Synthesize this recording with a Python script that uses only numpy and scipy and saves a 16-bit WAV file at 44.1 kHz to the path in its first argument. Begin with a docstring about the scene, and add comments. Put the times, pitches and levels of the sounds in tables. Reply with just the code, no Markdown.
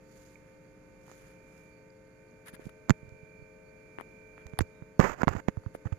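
"""Wires being twisted together rustle, tick and ping over the steady hum of a small motor nearby.
Place: a workbench, heard close up from a hand-held phone with two microphone ports.
The motor is a set of wavering tones, some following the phone's swing through standing waves; skin and
wire are grainy noise and damped pulses; the holding finger bumps (decaying swings) and rubs the right port.
Each port has its own treble resonance."""
import sys
import numpy as np
from scipy import signal
from scipy.fft import rfft, irfft
from scipy.io import wavfile
from scipy.ndimage import uniform_filter1d

SR = 44100
rng = np.random.default_rng(int(sys.argv[2]) if len(sys.argv) > 2 else 0)


def to_wav(s):
    """Save 16-bit WAV."""
    ch = np.atleast_2d(s).T  # columns
    pcm = np.round(np.clip(ch, -1, 1) * 32767)  # PCM
    wavfile.write(sys.argv[1], SR, pcm.astype(np.int16))


def invert_db(level):
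    """Linear amplitude ratio for a level in decibels (20 dB per decade), elementwise."""
    return 10 ** (np.asarray(level, dtype=float) / 20)


N = 263718
T = np.arange(N) / SR

# All levels are at the ports, ahead of the port colour and the preamp.
# room air noise: (frequency [Hz], left level [dB per Hz], right level [dB per Hz])
AIR_SPECTRUM = [(25, -90, -103), (49.7, -83.5, -78.5), (100, -89, -94), (186, -81.5, -83), (278, -90, -90),
                (416, -87, -93), (620, -94, -93.5), (800, -102, -100), (1300, -102, -99), (2000, -107, -99),
                (2754, -112, -103), (2830, -116, -113)]
AIR_TREBLE_DB = -114  # per Hz, from 3600 Hz up
# power the ports' air noise has in common, kept within 0.01-0.99: (frequency [Hz], share [0-1])
AIR_LIKENESS = [(60, 0.46), (130, 0.83), (290, 0.78), (640, 0.51), (1410, 0), (3100, -0.08), (6820, 0),
                (15000, 0.53)]

SHAFT_HZ, COIL_HZ = 48.08, 300.7
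# tones whose loudness follows the phone through the room's standing waves [Hz]
STANDING_HZ = (COIL_HZ, 9 * SHAFT_HZ, 11 * SHAFT_HZ, 13 * SHAFT_HZ, 5 * COIL_HZ, 1546.6)
# the same tones at both ends of the swing:
# (left at 0 [dB], right at 0 [dB], left at 1 [dB], right at 1 [dB])
STANDING_ENDS = [(-63, -67.5, -72, -71), (-82, -65, -58.5, -63.5), (-58.5, -64.5, -60, -95),
                 (-92, -96, -65, -72.5), (-80, -78, -83, -80), (-88, -78.5, -76, -71)]
# how far the phone has swung along the bench: (time [s], share [0-1])
PHONE_PLACE = [(0, 0.04), (.9, 0), (1.2, .15), (1.6, 0.44), (2.1, 0.39), (2.8, 0.94), (3.5, 0.86),
               (4.0, .9), (4.5, 0.98), (5.0, 0.8), (5.6, 0.5), (5.98, 0.46)]
# motor tones that ignore the phone's place: (frequency [Hz], left level [dB], right level [dB])
STEADY_TONES = [(96.5, -73, -73), (119, -70, -70), (144.5, -74, -72), (172.3, -71, -70), (902, -74, -72),
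                (1202.3, -84, -83), (1804, -87, -81), (2115.6, -87, -74), (6634, -105, -96)]
TONE_WAVER_DB = 1.5
# whine at 49 shaft turns on the right port: (time [s], level [dB])
WHINE_LEVEL = [(0, -72.5), (.7, -70), (1.2, -67.5), (1.7, -62.5), (2.0, -74), (2.35, -65), (2.8, -67.5),
               (3.2, -58.5), (3.6, -63.5), (4.0, -59.5), (4.5, -60), (4.9, -66), (5.1, -85), (5.98, -72)]
WHINE_LEFT_DB = -20  # relative to the right port
# side tones on the whine: shaft multiples, and dB relative to the whine
SIDE_TURNS, SIDE_DB = (47, 48, 50, 51), (-26, -10.5, -7.5, -15.5)
SIDE_WAVER_DB = 3
# smeared whine near 94 shaft turns: (left, right) level, and flutter depth
SMEAR_DB, FLUTTER_DB = (-104, -84.5), 3.5

# skin and wire rustling on the bench:
# (start [s], length [s], body level [dB], hiss level [dB], left minus right [dB])
RUSTLES = [(0.086, 0.28, -74, -63, -3), (.45, .091, -71, -75, 2), (1.03, 0.16, -74, -64, -0.5),
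           (1.074, .062, -72, -79, -1), (1.17, 0.17, -66.5, -64.5, 1), (1.432, 0.26, -75, -68.5, -.5),
           (2.461, 0.037, -62, -51.5, 16), (2.466, 0.028, -53.5, -80, -12), (2.534, .022, -56, -51.5, 20),
           (2.596, 0.037, -59, -65.5, 3), (2.642, 0.036, -65, -59.5, 1), (2.691, 0.0077, -57, -58.5, 15),
           (3.992, 0.033, -58, -68, 10), (4.378, .05, -63, -75, 4), (5.743, 0.021, -61, -56.5, 17)]
RUB_HZ, RUB_WIDTH_HZ, RUB_GRAIN_DB = 1600, 1140, 3.5  # width of each of two filter passes
RUB_EDGE = 0.29  # share of the length

# pings of wire ends: (time [s], frequency [Hz], length [s], left peak [dB], right peak [dB])
WIRE_PINGS = [(0.355, 2310, 0.0054, -59, -42.5), (1.902, 4800, 0.0043, -62, -58),
              (4.373, 2680, .012, -67, -64), (5.216, 1430, 0.0049, -65, -22)]

# ticks and snaps, peaks at the nearer port:
# (time [s], body frequency [Hz], body peak [dB], crack peak [dB], left minus right [dB])
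SNAPS = [(1.081, 910, -42, -48, 1), (1.098, 1100, -41, -65, -12), (1.1153, 1070, -40, -42, -2.5),
         (2.3112, 1700, -59, -55, -16), (2.482, 1850, -38, -36, -4), (2.5661, 1470, -42, -70, -30),
         (2.6555, 1440, -57, -44, -3), (2.693, 1600, -40, -53, 15), (2.8956, 1230, -10, -13.5, -25),
         (2.9003, 1800, -22, -24, -16), (2.9054, 1600, -7, -16, -14), (3.0924, 2030, -56, -45.5, -20),
         (3.986, 1480, -22, -43, 40), (3.9996, 1140, -29, -57, 32), (4.0103, 1290, -24.5, -33, 40),
         (4.3795, 1200, -36, -60, -5), (4.4676, 1600, -38, -35, -3), (4.4965, 2000, -62, -48, -8),
         (4.5353, 1300, -35, -54, -35), (4.5742, 1510, -40, -57, -30), (4.5905, 1170, -14, -48, -17),
         (4.589, 1120, -18, -8.5, 30), (4.5917, 1410, -15, -17.5, 12), (4.6075, 1380, -16.5, -48, -14),
         (4.823, 1110, -37.5, -70, -35), (4.9929, 800, -29, -28, -30), (4.9961, 1000, -7, -19, -38),
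         (5.001, 1030, -5.5, -18, -22), (5.219, 1430, -16, -25, -45), (5.2323, 1060, -8.5, -28.5, -47),
         (5.2728, 910, -17.5, -44, -37), (5.2806, 1140, -3.5, -29.5, -42), (5.3643, 1050, -25, -51, -40),
         (5.4844, 1060, -11.5, -29.5, -40), (5.5706, 920, -34, -49, -30), (5.6367, 1160, -40.5, -53, 15),
         (5.662, 960, -34, -70, -35), (5.7494, 810, -32, -48, 2.5), (5.8555, 1020, -34.5, -51, -10),
         (5.872, 1450, -32, -54, -30), (5.9264, 1600, -30.5, -59, -28)]
FAR_CRACK_DB = -18  # extra loss of the crack on its way round the phone
TICK_RING_S = .007  # the rough tail falls by 60 dB
TICK_ROUGH, DIP_ROUGH = 0.23, 0.14  # tail relative to the pulse, in crack and in body

# finger bumps on the right port, peaks ahead of the pressure leak:
# (time [s], peak level [dB], ring frequency [Hz], press -1 or release +1)
FINGER_BUMPS = [(2.5364, -34, 235, -1), (2.5949, -33, 346, -1), (2.6546, -35.5, 159, 1),
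                (2.6666, -26, 168, -1), (2.8979, -8, 217, -1), (2.9056, -4, 142, -1),
                (3.029, -35.5, 132, -1), (3.12, -37, 100, 1), (3.2303, -38.5, 123, -1),
                (3.9861, -28.5, 363, -1), (4.456, -35, 69.5, 1), (4.5347, -29, 140, 1), (4.591, -18, 93, 1),
                (4.6074, -11.5, 311, -1), (4.6107, -13.5, 86, -1), (4.8215, -30, 134, -1),
                (4.9943, -1.5, 256, 1), (4.9973, -2, 184, -1), (5.0018, -8.5, 264, -1),
                (5.2336, -12, 203, -1), (5.273, -9.5, 172, 1), (5.2815, -14, 318, 1),
                (5.2847, -21.5, 78, 1), (5.308, -26.5, 93, 1), (5.351, -21, 205, 1), (5.363, -22, 94, -1),
                (5.4839, -10, 194, 1), (5.5726, -20.5, 100, -1), (5.6635, -21, 100, -1),
                (5.7507, -22.5, 450, -1), (5.8561, -19.5, 100, -1), (5.8666, -26.5, 143, -1),
                (5.9232, -17, 91, -1)]
BUMP_LEFT_DB = -38  # relative to the right port
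RING_SWINGS = 4.4  # swings in which the decay falls by 60 dB
LEAK_HZ = 35  # the port leaks slower pressure changes
# faint chance bumps while the grip fidgets: (from, to) in seconds; lowest peak; pitch before its spread
FIDGET_S, FIDGET_COUNT, FIDGET_DB, FIDGET_HZ = (2.93, 3.45), 7, -44.5, 112

# body noise of the dragging finger: (frequency [Hz], level [dB])
DRAG_SPECTRUM = [(60, -1), (200, 0.5), (500, 0), (800, -1), (1200, -2.5), (1800, -4.5), (2600, -15.5),
                 (3400, -29), (5000, -44)]
# long drag of the finger over the right port, silent outside these times: (time [s], level [dB])
DRAG_STROKE = [(5.002, -73), (5.007, -25), (5.045, -22), (5.06, -27), (5.14, -34), (5.152, -50.5),
               (5.177, -50), (5.183, -41), (5.222, -35.5), (5.229, -67), (5.294, -68), (5.3, -38),
               (5.34, -39), (5.347, -51), (5.353, -38), (5.402, -39), (5.412, -63)]
DRAG_HISS_DB = -16.5  # relative to the body
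# short scuffs of the finger next to its knocks:
# (start [s], length [s], starting level [dB], hiss relative to body [dB])
FINGER_SCUFFS = [(2.887, .007, -43, -18), (2.908, 0.013, -37, -11.5), (4.605, .017, -37, -2),
                 (5.233, 0.014, -28, -16), (5.275, 0.012, -29, -16.5), (5.282, 0.016, -24.5, -16.5),
                 (5.482, .013, -25, -20.5), (5.853, 0.028, -42.5, -15), (5.921, 0.014, -41, -14.5)]
SCUFF_ATTACK_S, SCUFF_FALL_S, SCUFF_FADE_DB = .002, .005, -6
SCRAPE_LEFT_DB = -40  # dull left-port sound relative to the right body

# treble colour of each microphone port: (frequency [Hz], left gain [dB], right gain [dB])
PORT_COLOUR = [(2400, -1, 0.5), (3530, -2, -0.5), (4180, -5, -1.5), (4750, -5, 2), (5040, -7, 1),
               (5950, -21, 1.5), (6710, -20, 9.5), (7510, -18, 1), (8570, -8.5, -11.5), (9930, 3, -20.5),
               (11100, -5, -27), (12640, -4.5, -7.5), (14600, -23, -8.5), (16000, 8, -3)]
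TOP_HZ = 15700


def colour(x, hz, db):
    """Shape the spectrum along straight lines over log frequency."""
    f = np.fft.rfftfreq(x.shape[-1], 1 / SR) + 1
    gain = invert_db(np.interp(np.log(f), np.log(hz), db))
    return irfft(rfft(x) * gain, x.shape[-1])


def band(x, hz, width):
    """Causal band-pass resonance, applied twice for steep flanks."""
    b, a = signal.iirpeak(min(hz, SR / 2.5), max(hz / width, .3), fs=SR)
    return signal.lfilter(b, a, signal.lfilter(b, a, x))


def walk(rate, count):
    """Slow random wander, spread near 1: held random steps at `rate` per second, smoothed twice."""
    k = int(SR / rate)
    steps = np.repeat(rng.standard_normal((count, N // k + 1)), k, axis=1)[:, :N]
    return 0.92 * uniform_filter1d(uniform_filter1d(steps, k), k)


def curve(points, outside=None):
    """A control curve at every sample, straight between its points."""
    return np.interp(T, *np.transpose(points), outside, outside)


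def stroke(start, length, rise, fall, fade_db):
    """On-off envelope with soft edges and a steady fade."""
    t = T - start
    edges = np.minimum(t / rise, (length - t) / fall) / 2 + .5
    return np.clip(edges, 0, 1) * invert_db(fade_db * np.clip(t / length, 0, 1))


def panned(pan_db):
    """Left and right gains that differ by pan_db and average 1."""
    sides = invert_db(np.array([[pan_db], [-pan_db]]) / 2)
    return sides * 2 / sides.sum()


def air():
    """Room noise, alike on both ports in the bass and unrelated through most of the treble."""
    hz, left_db, right_db = np.transpose(AIR_SPECTRUM)
    like_hz, like = np.transpose(AIR_LIKENESS)
    like = np.clip(like, .01, .99)
    # white noise at 0 dB per Hz
    shared, *own = rng.standard_normal((3, N)) * np.sqrt(SR / 2)
    shared = colour(shared, like_hz, 10 * np.log10(like))
    mix = [shared + colour(x, like_hz, 10 * np.log10(1 - like)) for x in own]
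    out = [colour(x, [*hz, 3600], [*db, AIR_TREBLE_DB]) for x, db in zip(mix, (left_db, right_db))]
    sway_db = walk(3.78, count=1)
    return np.array(out) * invert_db(sway_db)


def motor():
    """Shaft and coil tones; each wavers, and the strongest follow the phone's place in the room."""
    drift = 1 + 0.0004 * walk(1.52, count=1)[0]
    turns = 2 * np.pi * np.cumsum(drift) / SR

    def tone(hz):
        """Sine at 0 dB rms with the shared pitch drift and its own waver on each port."""
        sine = np.sqrt(2) * np.sin(hz * turns + 2 * np.pi * rng.random())
        return sine * invert_db(TONE_WAVER_DB * walk(7.2, count=2))

    place = np.clip(curve(PHONE_PLACE), 0, 1)
    ends = invert_db(STANDING_ENDS).reshape(-1, 2, 2, 1)
    out = sum((a + place * (b - a)) * tone(hz) for (a, b), hz in zip(ends, STANDING_HZ))

    whine = tone(49 * SHAFT_HZ)
    for multiple, db in zip(SIDE_TURNS, SIDE_DB):
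        whine += invert_db(db + SIDE_WAVER_DB * walk(9, count=1)) * tone(multiple * SHAFT_HZ)
    out += invert_db([[WHINE_LEFT_DB], [0]] + curve(WHINE_LEVEL)) * whine

    smear = band(rng.standard_normal(N), 94 * SHAFT_HZ, 60)
    smear_db = np.array(SMEAR_DB)[:, None] + FLUTTER_DB * walk(21, count=1)
    out += invert_db(smear_db) * smear / smear.std()

    for hz, left_db, right_db in STEADY_TONES:
        out += invert_db([[left_db], [right_db]]) * tone(hz)
    return out


def grainy_hiss():
    """Stick-slip roughness on each port, and bright noise at 0 dB rms that carries it."""
    grain = invert_db(RUB_GRAIN_DB * walk(300, count=2))
    noise = rng.standard_normal((2, N)) * grain
    hiss = colour(noise, [1500, 4000, 5500, 10000, 16000], [-9.5, -3.5, -2, -1, -1])
    return grain, hiss / hiss.std()


def rustles():
    """Stick-slip noise of skin and wire on the bench: a broad body band and a hiss, both grainy."""
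    grain, hiss = grainy_hiss()
    body = band(rng.standard_normal((2, N)) * grain, RUB_HZ, RUB_WIDTH_HZ)
    body /= body.std()
    out = np.zeros((2, N))
    for start, length, body_db, hiss_db, pan_db in RUSTLES:
        edge = RUB_EDGE * length
        swell = stroke(start, length, edge, edge, 0)
        out += panned(pan_db) * swell * (invert_db(body_db) * body + invert_db(hiss_db) * hiss)
    return out


def pings():
    """Wire ends ring for a few cycles of one pitch, swelling and gone."""
    out = np.zeros((2, N))
    for s, hz, length, *db in WIRE_PINGS:
        swell = np.sin(np.pi * np.clip((T - s) / length, 0, 1)) ** 2
        out += invert_db(db)[:, None] * swell * np.sin(2 * np.pi * hz * (T - s))
    return out


def ticks():
    """A single pressure dip that barely rings, with a rougher, brighter crack on top."""
    count = 2048  # samples given to each tick
    out, t = np.zeros((2, N + count)), T[:count]
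    blow = -1. * (t == 0)
    for s, hz, body_db, crack_db, pan_db in SNAPS:
        far_body_db = body_db - abs(pan_db)
        far_crack_db = crack_db - abs(pan_db) + FAR_CRACK_DB
        near_far = np.array([[body_db, far_body_db], [crack_db, far_crack_db]])
        # a positive pan puts the left port nearer
        left_right = near_far if pan_db > 0 else near_far[:, ::-1]
        tail = rng.standard_normal((2, count)) * np.exp(-np.log(1000) * t / TICK_RING_S)
        dull = signal.butter(3, [0.14 * hz, 1.334 * hz], "band", fs=SR, output="sos")
        body = signal.sosfilt(dull, blow + DIP_ROUGH * tail)
        crack = band(blow + TICK_ROUGH * tail, 5760, 13900)
        at = int(s * SR)
        for part, gain in zip((body, crack), invert_db(left_right).reshape(2, 2, 1)):
            out[:, at:at + count] += gain * part / abs(part).max(axis=1, keepdims=True)
    return out[:, :N]


def bumps():
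    """The finger squeezes the air in the port: a soft push that swings back once or twice."""
    count = 8192  # samples given to each bump
    out, t = np.zeros(N + count), T[:count]
    fidgets = [(np.interp(u, (0, 1), FIDGET_S), FIDGET_DB + 4 * v, FIDGET_HZ * (.85 + 0.25 * w), -1)
               for u, v, w in rng.random((FIDGET_COUNT, 3))]
    for s, db, hz, way in FINGER_BUMPS + fidgets:
        decay = invert_db(-60 * t * hz / RING_SWINGS)
        soft_start = (1 - np.exp(-t * hz * 13.7)) ** 2
        swing = np.sign(way) * np.sin(2 * np.pi * hz * t) * decay * soft_start
        at = int(s * SR)
        out[at:at + count] += invert_db(db) * swing / abs(swing).max()
    leak = signal.butter(2, LEAK_HZ, "high", fs=SR, output="sos")
    return invert_db([[BUMP_LEFT_DB], [0]]) * signal.sosfilt(leak, out[:N])


def finger_scrapes():
    """Stick-slip noise of the finger scuffing and dragging over the right port; dull on the left."""
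    grain, hiss = grainy_hiss()
    body = colour(rng.standard_normal(N) * grain[1], *np.transpose(DRAG_SPECTRUM))
    # the skin grips unevenly, so the noise comes in patches
    body *= invert_db(2.5 * walk(60, count=1)[0])
    far = band(body, 1000, 900)
    far /= far.std()
    body /= body.std()
    touches = [(invert_db(curve(DRAG_STROKE, -np.inf)), DRAG_HISS_DB)]
    for start, length, db, hiss_db in FINGER_SCUFFS:
        scuff = stroke(start, length, SCUFF_ATTACK_S, SCUFF_FALL_S, SCUFF_FADE_DB)
        touches.append((invert_db(db) * scuff, hiss_db))
    out = np.zeros((2, N))
    for level, hiss_db in touches:
        out += level * np.array([invert_db(SCRAPE_LEFT_DB) * far, body + invert_db(hiss_db) * hiss[1]])
    return out


def narrow_hiss():
    """A faint airy squeak, a narrow band of noise, swells and fades at the right port."""
    start, length, level_db = 4.72, .12, -76  # s, s, dB
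    squeak = band(rng.standard_normal(N), 3750, 250)
    swell = stroke(start, length, length / 2, length / 2, 0)
    return np.array([[0], [invert_db(level_db)]]) * swell * squeak / squeak.std()


def scene():
    """Everything at the two ports."""
    return air() + motor() + rustles() + pings() + ticks() + bumps() + finger_scrapes() + narrow_hiss()


def top_cut(x):
    """Nothing passes above the cut-off."""
    return signal.sosfilt(signal.butter(12, 16460, fs=SR, output="sos"), x)


def record(dry):
    """Each port colours the treble in its own way, with the delay of a real resonance."""
    taps = 1024
    hz, *port_db = np.transpose(PORT_COLOUR)
    f = np.fft.rfftfreq(taps, 1 / SR) + 1
    ports = []
    for x, db in zip(dry, port_db):
        gain = invert_db(np.interp(np.log(f), np.log(hz), db))
        cepstrum = irfft(np.log(gain))
        # folding the cepstrum onto positive delays makes the response causal
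        cepstrum[1:taps // 2] *= 2
        cepstrum[taps // 2 + 1:] = 0
        response = irfft(np.exp(rfft(cepstrum)))
        ports.append(signal.fftconvolve(x, response)[:N])
    low_pass = signal.cheby2(10, 30, TOP_HZ, fs=SR, output="sos")
    mix = signal.sosfilt(low_pass, ports)
    # the preamp rounds the very loudest peaks
    mix = np.tanh(.8 * mix) / .8
    return top_cut(mix)


dry = scene()
out = record(dry)
to_wav(out)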